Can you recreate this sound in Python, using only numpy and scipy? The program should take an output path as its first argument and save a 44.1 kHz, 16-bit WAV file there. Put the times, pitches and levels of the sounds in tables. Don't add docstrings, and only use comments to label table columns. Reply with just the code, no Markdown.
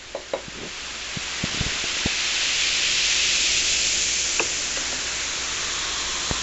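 import sys
import numpy as np
from scipy import signal
from scipy.fft import rfft, irfft
from scipy.io import wavfile
from scipy.ndimage import uniform_filter1d

SR = 44100
rng = np.random.default_rng(int(sys.argv[2]) if len(sys.argv) > 2 else 0)


def store_wav(level_fs):
    pcm = np.round(np.clip(np.atleast_2d(level_fs), -1, 1) * 32767)
    wavfile.write(sys.argv[1], SR, pcm.T.astype(np.int16))


N = 283122
TIME = np.arange(N) / SR

# frequency in Hz, relative level in dB per Hz.
FOAM_SPECTRUM = [(200, -23), (700, -15.5), (1000, -13), (1500, -7.5), (2000, -3.5), (2350, -1),
                 (2650, 1.55), (2950, 0), (3250, -0.15), (3800, -2), (5000, -4), (7350, -3), (7700, -13),
                 (8000, -26.5)]


def fizz(patchy_db=0.5, head_db=2.5, head_hz=2750, head_width_hz=600):
    hz, t, spectrum = signal.stft(evened(bursts()), SR, nperseg=512, noverlap=384)
    large_db, middling_db, fine_db = bubble_levels(t)
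    sunk = follow(SINKING, t)[1]

    head_bump = np.exp(-0.5 * ((hz[:, None] - head_hz) / head_width_hz) ** 2)
    lost_head_db = head_db * sunk * head_bump
    foam_db = read(FOAM_SPECTRUM, hz)[:, None]
    shape = gain_of(foam_db - lost_head_db + cup_colour(hz[:, None], t))

    corners_hz = [1300, 2520, 4160, 6200]
    sizes = [(900, 1700, large_db, (1, 0, 0, 0)),
             (2000, 5000, middling_db, (0, 1, 1, 0)),
             (5500, 7500, fine_db, (0, 0, 0, 1))]
    colour_db = 0
    for low_hz, high_hz, wanted_db, weights in sizes:
        in_range = (hz > low_hz) & (hz < high_hz)
        own_db = 10 * np.log10((shape[in_range] ** 2).sum(0) / len(hz))
        blend = np.interp(hz, corners_hz, weights)[:, None]
        colour_db = colour_db + blend * (wanted_db - own_db)

    patches = uniform_filter1d(rng.standard_normal(spectrum.shape), size=10, axis=0)
    clusters = evened(uniform_filter1d(patches, size=14, axis=1))
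    spectrum = spectrum * shape * gain_of(colour_db + patchy_db * clusters)
    return signal.istft(spectrum, SR, nperseg=512, noverlap=384)[1][:N]


def bursts(per_s=26000, spread_db=2.5):
    size = gain_of(spread_db * np.minimum(rng.exponential(1, N), 5.5))
    sign = rng.choice([-1., 1.], N)
    happens = rng.random(N) < per_s / SR
    return size * sign * happens


# level before in dB, at the height of the collapse in dB, after in dB (all at the reference distance),
# time of the height in seconds, lead-in in seconds, fade-out in seconds.
COLLAPSE = [(-38.5, -43, -39, 4, .65, 0.51), (-32.5, -22.5, -33, 3.19, 1.02, 0.79),
            (-38, -25.5, -34.5, 3.95, 1.41, 0.61)]
# time in seconds, distance in m.
DISTANCE = [(0, 1.08), (.42, 0.81), (.8, 0.49), (1.55, 0.29), (2.4, .3), (4.6, .3), (5.4, .24),
            (6.42, 0.21)]
REFERENCE_M = 0.3


def bubble_levels(t):
    near_db = 20 * np.log10(REFERENCE_M / follow(DISTANCE, t)[0])
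    levels = []
    for before_db, height_db, after_db, at_s, lead_s, trail_s in COLLAPSE:
        calm_db = np.where(t < at_s, before_db, after_db)
        collapse_db = (height_db - calm_db) * swell(t, at_s, lead_s, trail_s)
        levels.append(near_db + calm_db + collapse_db)
    return levels


# time in seconds, lowest air resonance in Hz,
# share of the resonances that is heard, from 0 to 1.
SINKING = [(0, 2600, 0), (3.6, 2580, 0.13), (4.2, 2340, .3), (4.7, 1810, 0.13), (5.2, 1540, 0.2),
           (5.6, 1170, 0.5), (6.0, 1074, 0.97), (6.42, 1040, 1)]
# frequency in Hz before it is shifted with the lowest resonance,
# width in Hz, boost in dB at full share, power by which it follows the lowest one.
CUP_MODES = [(1160, 200, 8.5, 0.99), (1800, 450, 1.5, 0.87), (2430, 300, 2, 0.019), (3480, 560, 6, .45),
             (4050, 430, 5, 0), (5500, 120, 3, 0.049), (6800, 800, 0, -0.86)]


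def cup_colour(hz, t):
    lowest_hz, share = follow(SINKING, t)
    shift = lowest_hz / CUP_MODES[0][0]
    modes_db = 0
    for mode_hz, width_hz, db, tie in CUP_MODES:
        offset = 2 * (hz - mode_hz * shift ** tie) / width_hz
        modes_db = modes_db + db * np.exp(-0.5 * offset ** 2)
    return share * modes_db


# start in seconds, level of the ringing in dB, pitch factor,
# hardness as the highest Hz struck, tick in dB, boom in dB, boom frequency in Hz.
KNOCKS = [(0.1487, -13, 1.01, 650, -39, -32, 365), (.3355, -9.5, 0.98, 1700, -29, -29.5, 366),
          (4.394, -25, 1.17, 3000, -28, -45, 352), (4.4016, -13, 0.83, 1500, -32, -17.5, 350),
          (4.7718, -23, 0.97, 3000, -26, -31, 290), (4.926, -27, 0.96, 2980, -27, -30.5, 256)]
# frequency in Hz before the pitch factor, relative level in dB, t60 in seconds.
TABLE_MODES = [(347, -16.5, 0.035), (560, 3.5, 0.029), (614, -7, 0.024), (822, -8, 0.042),
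               (998, -8.5, 0.039), (1390, -12.5, 0.025), (2250, -9, .015), (3940, -7.5, .04)]


def knocks(rise_s=0.0017, boom_t60=0.18, boom_rise_s=0.014):
    out, t = np.zeros(N), TIME[:SR // 4]
    for s, db, pitch, hard_hz, tick_db, boom_db, boom_hz in KNOCKS:
        modes = 0
        for hz, mode_db, t60 in TABLE_MODES:
            softening = np.hypot(1, hz / hard_hz)
            modes = modes + gain_of(mode_db) * ring(t, hz * pitch, t60) / softening
        body = gain_of(db) * modes * (1 - np.exp(-t / rise_s))
        tick = gain_of(tick_db) * crack(hz=[550, 2600], length_s=0.0042)
        boom = gain_of(boom_db) * ring(t, boom_hz, boom_t60) * (1 - np.exp(-t / boom_rise_s))
        add(out, s, body + tick + boom)
    return out


# start in seconds, level in dB, frequency in Hz, t60 in seconds.
SNAPS = [(4.395, 3, 2600, 0.01), (4.4022, -13, 2510, 0.0092)]


def snaps(rise_s=0.0019, crack_db=-23):
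    out, t = np.zeros(N), TIME[:SR // 4]
    for s, db, hz, t60 in SNAPS:
        tone = ring(t, hz, t60) * np.minimum(t / rise_s, 1)
        contact = gain_of(crack_db) * crack(hz=[800, 1800], length_s=0.01)
        add(out, s, gain_of(db) * (tone + contact))
    return out


# frequency in Hz, t60 in seconds.
ROOM_T60 = [(150, 0.37), (400, 0.17), (1000, 0.25), (4000, 0.14), (8000, 0.12)]


def room(x, first_s=0.008):
    t = TIME[:SR // 2]
    sign = rng.choice([-1., 1.], len(t))
    arrives = rng.random(len(t)) < 2000 / SR
    taps = sign * arrives * (t > first_s)
    hz, at, spectrum = signal.stft(taps, SR, nperseg=256)
    decay = gain_of(-60 * at / read(ROOM_T60, hz)[:, None])
    tail = signal.istft(spectrum * decay, SR, nperseg=256)[1]
    return signal.fftconvolve(x, tail / np.linalg.norm(tail))[:N]


# time in seconds, level in dB, frequency of its push and rebound in Hz,
# rattle of the shell in dB, sway of the hand in dB (both relative to the bump's level).
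BUMPS = [(0.484, -27.5, 169, -24, -35), (1.1728, -20.5, 155, -24, -35), (1.441, -15.5, 180, -14, -24),
         (1.547, -28, 230, -15, -10), (1.575, -27, 240, -19, -12), (1.612, -17.5, 132, -13, -13),
         (1.666, -23.5, 121, -9.5, -6.5), (1.841, -26.5, 328, -7, -12), (1.969, -29, 400, -9, -18),
         (2.0609, -15, 216, -6.5, -10)]
# start in seconds, level in dB.
MIC_TAP = (6.312, -8)


def handling(sway_ratio=0.35, tap_s=0.0013, leak_hz=35, tick_db=-6, tick_s=0.00017):
    out, t = np.zeros(N), TIME[:SR // 10]
    lead_s = 1 / 50
    for s, db, hz, rattle_db, sway_db in BUMPS:
        phase = 2 * np.pi * hz * (t - lead_s)
        rock, sway = [2 * np.sin(p) * np.exp(-abs(p) / 2) for p in (phase, sway_ratio * phase)]
        add(out, s - lead_s, gain_of(db) * (rock + gain_of(sway_db) * sway))
        add(out, s, gain_of(db + rattle_db) * crack(hz=[400, 780], length_s=0.0074))

    s, db = MIC_TAP
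    puff = np.exp(-t / tap_s) + gain_of(tick_db) * np.exp(-t / tick_s)
    leaked = band(puff, leak_hz, "highpass")
    add(out, s, gain_of(db) * band(leaked, 2500, "lowpass"))
    return out


# time of the firmest touch in seconds, level in dB,
# swell in seconds, release in seconds, lowest Hz, highest Hz.
BRUSHES = [(.655, -35.5, 0.066, 0.026, 130, 470), (1.6, -39.5, 0.12, .11, 60, 377)]


def sleeve():
    out = np.zeros(N)
    for s, db, swell_s, release_s, low_hz, high_hz in BRUSHES:
        slips = evened(band(bursts(per_s=900, spread_db=1.0), [low_hz, high_hz], "bandpass"))
        out += gain_of(db) * swell(TIME, s, swell_s, release_s) * slips
    return out


# frequency in Hz, relative level in dB per Hz.
LOW_NOISE = [(20, 1.5), (55, -3), (90, -6), (160, -6.5), (250, -6), (400, -6.5), (600, -5.5), (1000, -19),
             (3000, -28), (8000, -30.5)]
# time in seconds, level in dB.
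BACKGROUND_LEVEL = [(0, -49), (.8, -47.5), (1.5, -44.5), (2.6, -44), (3.5, -41), (4.4, -41.5), (5.4, -42.5),
                    (6.42, -41)]
# frequency in Hz, level in dB rms where the background is loudest.
LOW_TONES = [(59.3, -47), (296.1, -56.5), (355.3, -51.5), (409.1, -57)]


def background(waver=0.47):
    colour = gain_of(read(LOW_NOISE, np.fft.rfftfreq(N, 1 / SR)))
    noise = irfft(rfft(rng.standard_normal(N)) * colour, N)
    level_db = follow(BACKGROUND_LEVEL, TIME)[0]
    tones = 0
    for hz, db in LOW_TONES:
        drift = evened(band(rng.standard_normal(N), 1.8, "lowpass"))
        tones = tones + np.sqrt(2) * gain_of(db) * np.sin(2 * np.pi * hz * TIME + waver * drift)
    return gain_of(level_db) * evened(noise) + gain_of(level_db - level_db.max()) * tones


def crack(hz, length_s):
    t = TIME[:SR // 4]
    noise = band(rng.standard_normal(len(t)), np.clip(hz, 20, SR / 3), "bandpass")
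    return evened(noise) * np.exp(-t / length_s)


def ring(t, hz, t60):
    return np.sin(2 * np.pi * hz * t) * gain_of(-60 * t / t60)


def swell(t, at_s, lead_s, trail_s):
    width_s = np.where(t < at_s, lead_s, trail_s)
    return np.exp(-0.5 * ((t - at_s) / width_s) ** 2)


def band(x, hz, kind, order=2):
    return signal.sosfilt(signal.butter(order, hz, kind, fs=SR, output="sos"), x)


def gain_of(db):
    return 10 ** (np.asarray(db) / 20)


def evened(x):
    return x / np.sqrt(np.mean(x ** 2) + 1e-20)


def read(points, hz):
    f, value = np.transpose(points)
    return np.interp(np.log(hz + 1), np.log(f + 1), value)


def follow(rows, t):
    s, *columns = np.transpose(rows)
    return [np.interp(t, s, c) for c in columns]


def add(mix, s, sound):
    part = mix[round(s * SR):][:len(sound)]
    part += sound[:len(part)]


def scene(wet_db=-10, snap_wet_db=-18, far_wet_db=3):
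    hits, snap = knocks(), snaps()
    far_db = far_wet_db * np.log2(follow(DISTANCE, TIME)[0] / REFERENCE_M)
    echo = room(gain_of(wet_db + far_db) * hits + gain_of(snap_wet_db) * snap)
    mono = fizz() + hits + snap + echo + handling() + sleeve() + background()
    return np.array([mono, mono])


def record(dry):
    lowpass = signal.firwin(201, 8050, window=("kaiser", 8), fs=SR)
    return signal.oaconvolve(dry, lowpass[None], "same")


dry = scene()
out = record(dry)
store_wav(out)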